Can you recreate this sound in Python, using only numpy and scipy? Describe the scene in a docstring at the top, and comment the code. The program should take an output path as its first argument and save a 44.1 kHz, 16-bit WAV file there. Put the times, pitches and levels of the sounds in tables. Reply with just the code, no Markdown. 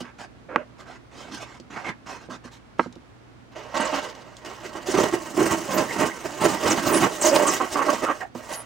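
"""A chisel is put down on a workshop bench, close by and to the right of the microphones.
Fingers work a wooden frame off a concrete casting, and the frame is dropped aside. Then a bare saw
blade cuts through the rigid foam slab under the casting: its teeth tear the cells, the slab drums
like a soundboard, and the steel catches and squeaks in the cut. The small, dry room hums faintly."""
import sys
import numpy as np
from scipy import signal
from scipy.fft import rfft, irfft, next_fast_len
from scipy.io import wavfile
from scipy.ndimage import uniform_filter1d, map_coordinates

SR = 44100
rng = np.random.default_rng(int(sys.argv[2]) if len(sys.argv) > 2 else 0)


def transcribe(u):
    """Save the signal u as a 16-bit wav file named by the first command-line argument.

    u: samples, shape (n,) or (channels, n), limited to [-1, 1]; the rate is SR.
    q: integer samples, one column per channel.
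    """
    v = np.clip(np.atleast_2d(u).T, -1, 1)
    q = np.round(v * 32767).astype(np.int16)
    wavfile.write(sys.argv[1], SR, q)


N = 381465


def amp(db):
    """Decibels to gain."""
    return 10 ** (np.asarray(db) / 20)

def unit(x):
    """Scale to rms 1."""
    return x / np.sqrt(np.mean(x ** 2) + 1e-20)

def along(points, hz):
    """Read between (Hz, value) points on a log frequency axis."""
    f, v = np.transpose(points)
    return np.interp(np.log(hz + 1), np.log(f + 1), v)

def curves(rows):
    """One value per sample for each column after the time."""
    s, *columns = np.transpose(rows)
    return [np.interp(np.arange(N) / SR, s, column) for column in columns]

def wobble(rate):
    """A smooth random curve, rate knots a second."""
    return map_coordinates(rng.standard_normal(int(N * rate / SR) + 4), [np.arange(N) * rate / SR])

def add(track, s, sound):
    """Mix a sound into the track at s seconds."""
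    start = max(round(s * SR), 0)
    track[start:start + len(sound)] += sound[:N - start]

def filtered(x, response):
    """Multiply the spectrum of x by a response over frequency."""
    size = next_fast_len(N + SR // 2)
    return irfft(rfft(x, size) * response(np.fft.rfftfreq(size, 1 / SR)), size)[..., :N]

def struck(x, gain, size=8192):
    """Let x excite a body: a causal filter with this gain over frequency."""
    cepstrum = irfft(np.log(np.maximum(gain(np.fft.rfftfreq(size, 1 / SR)), 1e-6)))
    cepstrum[1:size // 2] *= 2
    cepstrum[size // 2 + 1:] = 0
    return signal.oaconvolve(x, irfft(np.exp(rfft(cepstrum))))[:len(x)]

def shelf(x, db, edge_hz, kind):
    """Raise or lower one end of the spectrum by a level curve."""
    end = signal.sosfiltfilt(signal.butter(3, edge_hz, kind, fs=SR, output="sos"), x)
    return x + (amp(db) - 1) * end

def patchy(x, depth_db, bins, frames):
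    """Resonances come and go as the contact shifts: random patches of gain, then scaled to rms 1."""
    spectra = signal.stft(x, nperseg=512)[2]
    patches = uniform_filter1d(uniform_filter1d(rng.standard_normal(spectra.shape), bins, 0), frames, 1)
    return unit(signal.istft(spectra * amp(depth_db * unit(patches)), nperseg=512)[1][:N])

def grains(per_s, spread_db, smooth):
    """Tiny fractures at random times and of random size, over a share of smooth friction."""
    hits = (rng.random(N) < per_s / SR) * rng.choice([-1, 1], N)
    sizes = amp(spread_db * np.minimum(rng.standard_normal(N), 2))
    return unit(unit(hits * sizes) + smooth * rng.standard_normal(N))


# Ventilation all around. Each row: frequency in Hz, relative level in dB.
VENTILATION = [(25, -27), (65, -11), (125, -8.5), (190, -13.5), (250, -7), (400, -16), (1500, -23),
               (6000, -39), (15500, -55.5)]
# Mains hum. 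Each row: frequency in Hz, level in dB.
MAINS = [(60, -63.5), (119, -58.5)]
def room_tone(air_db=-53):
    """Steady ventilation noise, wide across the two microphones, with a little mains hum."""
    mid, side = filtered(rng.standard_normal((2, N)), lambda hz: amp(along(VENTILATION, hz)))
    hum = sum(amp(db) * np.sqrt(2) * np.sin(2 * np.pi * hz * np.arange(N) / SR) for hz, db in MAINS)
    return amp(air_db) * (unit(mid) + unit(side) * np.array([[1], [-1]])) + hum


# The small room's decay. Each row: frequency in Hz, seconds to fall by 60 dB.
ROOM_DECAY = [(150, 0.33), (1000, 0.17), (12000, 0.062)]
# Strength of its reflections. Each row: frequency in Hz, gain in dB.
ROOM_GAIN = [(500, -16), (2000, -6), (7000, -2)]
def reflections(x):
    """Bench and nearby walls answer each microphone with its own short tail."""
    hz, t, noise = signal.stft(rng.standard_normal((2, SR // 2)), SR, nperseg=256)
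    decay = amp(-60 * t / along(ROOM_DECAY, hz)[:, None])
    tail = signal.istft(noise * decay, SR, nperseg=256)[1]
    echo = signal.fftconvolve(x[None], tail / np.linalg.norm(tail[0]), axes=1)[:, :N]
    return filtered(echo, lambda f: amp(along(ROOM_GAIN, f)))


# The dull and the bright part of friction. Each row: frequency in Hz, relative level in dB.
SCUFF = [(60, -18), (250, 5), (450, -1.5), (900, 1.5), (1350, 1.5), (2600, -8), (4000, -36), (8000, -95)]
HISS = [(1200, -28), (3000, 7), (5000, 6.5), (7000, 2), (10000, -10), (15500, -20)]
# Fingers, wood and chisel sliding. Each row: start and end in seconds, scuff and hiss levels in dB.
RUBS = [(0.001, 0.013, -37.5, -41), (0.024, 0.104, -45, -65), (0.184, 0.247, -41, -52.5),
        (0.488, 0.619, -41, -72), (0.782, 0.827, -46.5, -54.5), (0.855, 0.963, -44.5, -58),
        (1.112, 1.572, -46, -56), (1.162, 1.24, -44.5, -50.5), (1.318, 1.387, -47, -45),
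        (1.402, 1.436, -40, -44.5), (1.702, 1.834, -40.5, -53.5), (1.754, 1.788, -35, -68),
        (1.842, 1.909, -30, -49), (2.06, 2.17, -41, -49.5), (2.156, 2.264, -49, -60.5),
        (2.297, 2.357, -40, -49), (2.438, 2.478, -44, -54), (2.511, 2.569, -53.5, -54.5),
        (2.782, 2.864, -45.5, -54)]
def rubbing(rise_s=0.005, fall_s=0.019, scuff_arch_db=3, hiss_arch_db=5):
    """Dragging over foam and bench makes a grainy scuff and hiss, loudest halfway through each slide."""
    t = np.arange(N) / SR
    scuff_power, hiss_power = np.zeros((2, N))
    for start, end, scuff_db, hiss_db in RUBS:
        corners = np.sort([start - rise_s / 2, start + rise_s, end, end + fall_s])
        contact = np.interp(t, corners, [0, 1, 1, 0])
        arch = np.interp(t, [start, (start + end) / 2, end], [-.5, .5, -.5])
        scuff_power += (contact * amp(scuff_db + scuff_arch_db * arch)) ** 2
        hiss_power += (contact * amp(hiss_db + hiss_arch_db * arch)) ** 2
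    drag = grains(per_s=3500, spread_db=3, smooth=0.9) * amp(1.5 * wobble(90))
    out = np.zeros(N)
    for power, spectrum in [(scuff_power, SCUFF), (hiss_power, HISS)]:
        friction = struck(drag, lambda hz: amp(along(spectrum, hz)))
        out += np.sqrt(power) * patchy(friction, depth_db=3.5, bins=3, frames=10)
    return out


# Light taps of steel and grit. Each row: start in seconds, level in dB.
TICKS = [(1.6, -36.5), (2.926, -43), (2.955, -44), (4.1, -35), (4.151, -37.5), (4.368, -34), (4.449, -36),
         (7.361, -12.5)]
def ticks(t60_s=0.016, body_db=-6):
    """Small hard contacts give a bright, quickly dying click."""
    out, t = np.zeros(N), np.arange(SR // 16) / SR
    for s, db in TICKS:
        burst = rng.standard_normal(len(t)) * amp(-60 * t / t60_s)
        click = struck(burst, lambda hz: amp(along(HISS, hz)) + amp(body_db + along(SCUFF, hz)))
        add(out, s, amp(db + 2.5) * click / np.abs(click).max())
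    return out


# The bench top's modes. Each row: frequency in Hz, relative level in dB, seconds to fall by 60 dB.
BENCH_MODES = [(194, -8.5, 0.08), (244, -9, 0.15), (346, -6.5, 0.061), (487, 7.5, 0.013), (694, -1, 0.015),
               (910, 2, 0.016), (1177, 9, 0.01), (1520, 2, 0.008), (1880, 0, 0.0073), (2410, -14, 0.024)]
# Chisel, frame and slab meet the bench. Each row: start in seconds, level in dB, contact pitch in Hz.
KNOCKS = [(0.008, -29, 212), (0.5601, -1.5, 1520), (0.5637, -10.5, 700), (1.599, -34.5, 300),
          (2.288, -31, 249), (2.45, -35, 262), (2.793, -14.5, 414), (2.7954, -3, 1110),
          (2.7984, -4.5, 1000), (2.8028, -21, 1500), (2.809, -16.5, 800), (2.861, -26, 332),
          (2.962, -36, 310), (8.352, -22, 412)]
def knocks(focus_db=5, lowest_hz=150, contact_cycles=0.53):
    """Each blow rings the bench; a soft contact wakes the low modes, a hard one the high."""
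    out, t = np.zeros(N), np.arange(SR // 4) / SR
    radiation = signal.butter(2, lowest_hz, "high", fs=SR, output="sos")  # small boards lack deep bass
    for s, db, contact_hz in KNOCKS:
        ring = np.zeros(len(t))
        for hz, mode_db, t60 in BENCH_MODES:
            woken_db = mode_db + rng.normal(0, 2.1) - focus_db * np.log2(hz / contact_hz) ** 2
            ring += amp(woken_db - 60 * t / t60) * np.sin(2 * np.pi * hz * t)
        attack = 1 - np.exp(-t * contact_hz / contact_cycles)
        knock = signal.sosfilt(radiation, ring * attack)
        add(out, s, amp(db) * knock / np.abs(knock).max())
    return out


def squeal(length, first_hz, last_hz, ragged=.2, waver=0.0604, waver_per_s=260):
    """Steel sticks and slips: a gliding, wavering tone of rms 1, ragged in strength and phase."""
    progress = np.linspace(0, 1, round(length * SR))
    def chance(rate):
        return map_coordinates(rng.standard_normal(1024), [progress * length * rate], mode="wrap")
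    hz = (first_hz + (last_hz - first_hz) * progress) * np.exp(waver * chance(waver_per_s))
    phase = 2 * np.pi * np.cumsum(hz) / SR
    width_hz = ragged * first_hz
    tone = chance(width_hz) * np.cos(phase) + chance(width_hz) * np.sin(phase)
    return unit(np.sqrt(progress * (1 - progress)) * tone)


# Squeaking steel. Each row: start and length in seconds, first and last pitch in Hz, level in dB.
SQUEAKS = [(.484, 0.16, 557, 589, -39.5), (5.732, .045, 15900, 14200, -38), (5.882, 0.042, 1910, 1980, -33),
           (6.079, 0.051, 1550, 1960, -38), (6.701, .025, 7590, 5200, -27),
           (6.86, 0.081, 15000, 15300, -38), (6.923, 0.072, 8940, 10350, -30.5),
           (7.208, .035, 8700, 5900, -28), (7.251, 0.019, 8600, 4200, -25),
           (7.466, 0.044, 8250, 5640, -26.5), (8.049, 0.042, 1315, 1350, -29.5),
           (8.207, 0.019, 1815, 1520, -31.5), (8.21, 0.057, 680, 698, -38),
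           (8.523, 0.1, 11040, 10300, -39.5)]
def squeaks():
    """The sliding chisel, and later the blade, stick and slip in single squeaks."""
    out = np.zeros(N)
    for s, length, first_hz, last_hz, db in SQUEAKS:
        add(out, s, amp(db) * squeal(length, first_hz, last_hz))
    return out


def screeches(per_s=50, length_s=0.01296, centre_hz=6860, scatter=.2, glide=0.196, spread_db=4):
    """Foam grabs the blade at random; each brief screech has its own pitch, glide and strength."""
    out = np.zeros(N)
    for s in np.flatnonzero(rng.random(N) < per_s / SR) / SR:
        pitch, bend, strength = np.clip(rng.standard_normal(3), -2, 2)
        hz = centre_hz * np.exp(scatter * pitch)
        add(out, s, amp(spread_db * strength) * squeal(length_s, hz, hz * np.exp(glide * bend)))
    return unit(out)


# The blade catches. Each row: start and length in seconds, the slab's note in Hz, level in dB.
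CATCHES = [(4.884, .018, 369, -23), (4.939, .022, 369, -19), (4.983, 0.025, 367, -17),
           (5.377, .018, 370, -19.5), (5.405, .02, 372, -16.5), (5.746, .065, 615, -27.5),
           (6.706, 0.032, 335, -23.5), (6.932, .045, 340.6, -21.5), (7.239, 0.061, 620, -20),
           (7.313, .06, 560, -20), (7.387, 0.057, 592.5, -22), (7.452, .04, 1107, -23.5),
           (7.602, 0.014, 1108, -19.5), (7.758, 0.073, 1128, -23), (7.866, .07, 591.5, -25.5),
           (7.885, 0.017, 1130, -18), (8.087, 0.036, 1178, -23)]
def catches(slip_hz=310, jitter=.07, scatter_db=3, width_hz=110, thud_db=-20, max_slips=64):
    """A caught blade judders free in a run of slips, in step with the swings of the ringing slab."""
    out = np.zeros(N)
    for s, length, hz, db in CATCHES:
        late, strength = rng.standard_normal((2, max_slips))
        swings_per_slip = max(round(hz / slip_hz), 1)
        gaps = swings_per_slip / hz * np.exp(jitter * late)
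        times = np.cumsum(gaps) - gaps[0]
        slips = np.bincount((times * SR).astype(int), amp(scatter_db * strength) * (times < length))
        note = lambda f: amp(thud_db) + 1 / np.hypot(1, 2 * (f - hz) / width_hz)
        judder = struck(slips, lambda f: (amp(along(DRUM, f)) + amp(along(RASP, f))) * note(f))
        add(out, s, amp(db) * judder * np.sqrt(length * SR) / np.linalg.norm(judder))
    return out


# Resonances of slab and blade. Each row: frequency and width in Hz, dB relative to the broad response.
SLAB_MODES = [(199, 21, -1), (344.3, 42, 3.5), (620.5, 33, 2.5), (899, 28, -1.5), (1094, 33, 1.5),
              (1876, 130, 0), (2925, 300, 1)]
def slab(spectrum):
    """A broad response with the resonances of slab and blade standing on it."""
    def gain(hz):
        peaks = sum(amp(db) / (1 + (2 * (hz - centre) / width) ** 2) for centre, width, db in SLAB_MODES)
        return amp(along(spectrum, hz)) * (1 + peaks)
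    return gain


# The blade binds as it sinks and is free once the slab parts. Each row: time in seconds, level in dB.
BINDING = [(3.52, -49), (3.78, -37.5), (4.36, -48.5), (4.88, -38), (5.94, -32.5), (6.18, -38),
           (6.85, -27.5), (7.1, -33.5), (7.53, -34.5), (8.0, -34), (8.2, -45.5), (8.34, -76), (8.35, -43)]
# Pushes and pulls of the saw. Each row: start, swell and fade in seconds, bite in dB,
# tearing in dB relative to the bite.
STROKES = [(3.55, .016, 0.088, -36, -6.5), (3.737, 0.049, 0.13, -22.5, -8),
           (3.923, 0.018, 0.054, -20.5, -7.5), (4.01, 0.022, 0.07, -33.5, -4),
           (4.446, 0.0041, 0.14, -37, -5.5), (4.631, 0.02, 0.029, -34.5, -4),
           (4.75, 0.0081, 0.028, -27.5, -13.5), (4.858, 0.049, 0.043, -29, -0.5),
           (4.933, 0.052, 0.11, -19, -12), (5.122, 0.018, 0.033, -21, -13.5),
           (5.364, 0.03, 0.15, -19.5, -16), (5.498, 0.016, 0.041, -22.5, -11.5),
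           (5.567, 0.019, 0.014, -27.5, -9), (5.671, 0.11, 0.073, -21, -12.5),
           (5.949, 0.084, 0.055, -19, -13), (6.249, 0.011, 0.019, -27, -10),
           (6.393, 0.055, 0.11, -19.5, -8.5), (6.619, 0.093, 0.032, -18, -8),
           (6.771, .014, 0.0087, -17, -16), (6.835, 0.13, 0.038, -18, -11),
           (6.994, 0.044, 0.035, -15.5, -12), (7.21, 0.056, 0.043, -20, -3.5),
           (7.305, 0.056, 0.12, -17.5, -13), (7.461, 0.028, 0.079, -20.5, -8),
           (7.604, 0.0065, 0.068, -25, -17), (7.738, 0.079, 0.067, -23.5, -20),
           (7.869, 0.035, 0.063, -23, -12), (8.018, 0.027, 0.013, -18, -14.5),
           (8.067, 0.031, 0.029, -23.5, -27), (8.204, 0.0054, 0.031, -30, -14),
           (8.485, 0.031, 0.047, -32.5, -5)]
def saw_effort(grip_share=0.19, release_s=0.0093, ends_db=-9, binding_tear_db=-7.5):
    """Gains of bite and tearing: each stroke grips, swells, fades and lets go, over steady friction."""
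    binding_db, = curves(BINDING)
    in_cut = np.arange(N) / SR > BINDING[0][0]
    bite_power = amp(binding_db) ** 2 * in_cut
    tear_power = bite_power * amp(binding_tear_db) ** 2
    t = np.arange(SR // 2) / SR
    for start, swell, fade, db, tear_db in STROKES:
        force = amp(db + np.interp(t, [0, swell, swell + fade], [ends_db, 0, ends_db]))
        grip = np.minimum(t / (grip_share * swell), 1)
        release = np.exp(-np.maximum(t - swell - fade, 0) / release_s)
        stroke = force * grip * release
        add(bite_power, start, stroke ** 2)
        add(tear_power, start, (stroke * amp(tear_db)) ** 2)
    return np.sqrt(bite_power), np.sqrt(tear_power)


# Drumming slab, rasping teeth and tearing cells. Each row: frequency in Hz, relative level in dB.
DRUM = [(25, -50), (60, -16), (120, -7.5), (155, -4.5), (270, 3.5), (410, -2), (520, -13.5), (900, -35),
        (2000, -45)]
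RASP = [(150, -24), (380, -6), (520, 3), (760, 0), (1200, -1), (2400, -10), (3200, -21.5), (5000, -50)]
TEAR = [(1500, -3.5), (3400, -3), (5000, 2), (7000, 3.5), (9000, -1), (11000, -8), (13500, -6), (15500, -8)]
# The blade's place in the slab: mid-cut it drums and booms, and once buried it sizzles.
# Each row: time in seconds, then the drumming's share, bass boom and treble sizzle in dB.
CUT_DEPTH = [(3.85, -6.5, -13, -16.5), (4.95, -3, 4, -8), (5.42, -2, 4.5, -1), (5.8, -3, 4.5, -4),
             (6.97, -3.5, 3.5, -5), (7.35, -4.5, -3, -1), (7.9, -3, -12, -5), (8.6, -12, -11, -4)]
def sawing(tooth_hz=320, groan=0.77, burst_db=2.5, firm_db=-21, drum_growth=0.31, sway_s=0.001998,
           cells_db=1.68, screech_db=-2):
    """Teeth pluck the foam at an uneven pace; the same jerks drum the slab, rasp and burst cells."""
    bite, tearing = saw_effort()
    drum_db, boom_db, sizzle_db = curves(CUT_DEPTH)
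    drum_share = np.clip(amp(drum_db) ** 2, 0, .9)
    jerk = unit(amp(1.5 * wobble(80) + 0.85 * wobble(300)))
    # the row of teeth passes at a wandering rate, which makes the slab groan
    pace_hz = tooth_hz * np.exp(.22 * wobble(14) + .1 * wobble(200))
    plucks = np.diff(np.floor(np.cumsum(pace_hz) / SR), prepend=0) - pace_hz / SR
    teeth = jerk * (grains(per_s=1500, spread_db=2, smooth=0.62) + groan * unit(plucks))
    cells = jerk * amp(burst_db * wobble(60)) * grains(per_s=3000, spread_db=2.5, smooth=0.4)

    drum = np.sqrt(drum_share) * shelf(unit(struck(teeth, slab(DRUM))), boom_db, 190, "low")
    drum *= (bite / amp(firm_db)) ** drum_growth  # only a firm bite shakes the whole slab
    rasp = np.sqrt(1 - drum_share) * patchy(struck(teeth, slab(RASP)), depth_db=1.5, bins=3, frames=8)
    # the rasp's resonances slide as the blade moves
    rasp = map_coordinates(rasp, [np.arange(N) + sway_s * SR * wobble(7)])
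    tear = patchy(struck(cells, slab(TEAR)), depth_db=2.0, bins=7, frames=3)
    tear = shelf(tear, sizzle_db, 5460, "high")
    screech = amp(screech_db) * tearing / tearing.max() * screeches()  # only hard tearing screeches
    return bite * (drum + rasp) + tearing * (amp(cells_db) * tear + screech)


# The bench as the microphones hear it. Each row: frequency in Hz, left minus right level in dB.
BALANCE = [(60, -4.5), (200, -8), (700, -8.3), (2400, -3.5), (5000, -1)]
def scene():
    """The work lies close and to the right of a pair of microphones, with the quiet room behind it."""
    work = sawing() + catches() + squeaks() + rubbing() + ticks()
    blows = knocks()
    pair = work + blows + reflections(work + 0.24 * blows)
    sides = lambda hz: 2 / (1 + amp(along(BALANCE, hz) * np.array([[-1], [1]])))
    return filtered(pair, sides) + room_tone() * amp([[-1.5], [1.2]])


def record(dry, notch_hz=12100, notch_width_hz=800, notch_db=-17, top_hz=16000):
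    """The microphones have a dip in the high treble and a steep band limit."""
    dip = lambda hz: amp(notch_db * np.exp(-((hz - notch_hz) / notch_width_hz) ** 2))
    return filtered(dry, lambda hz: dip(hz) * (hz < top_hz))


dry = scene()
out = record(dry)
transcribe(out)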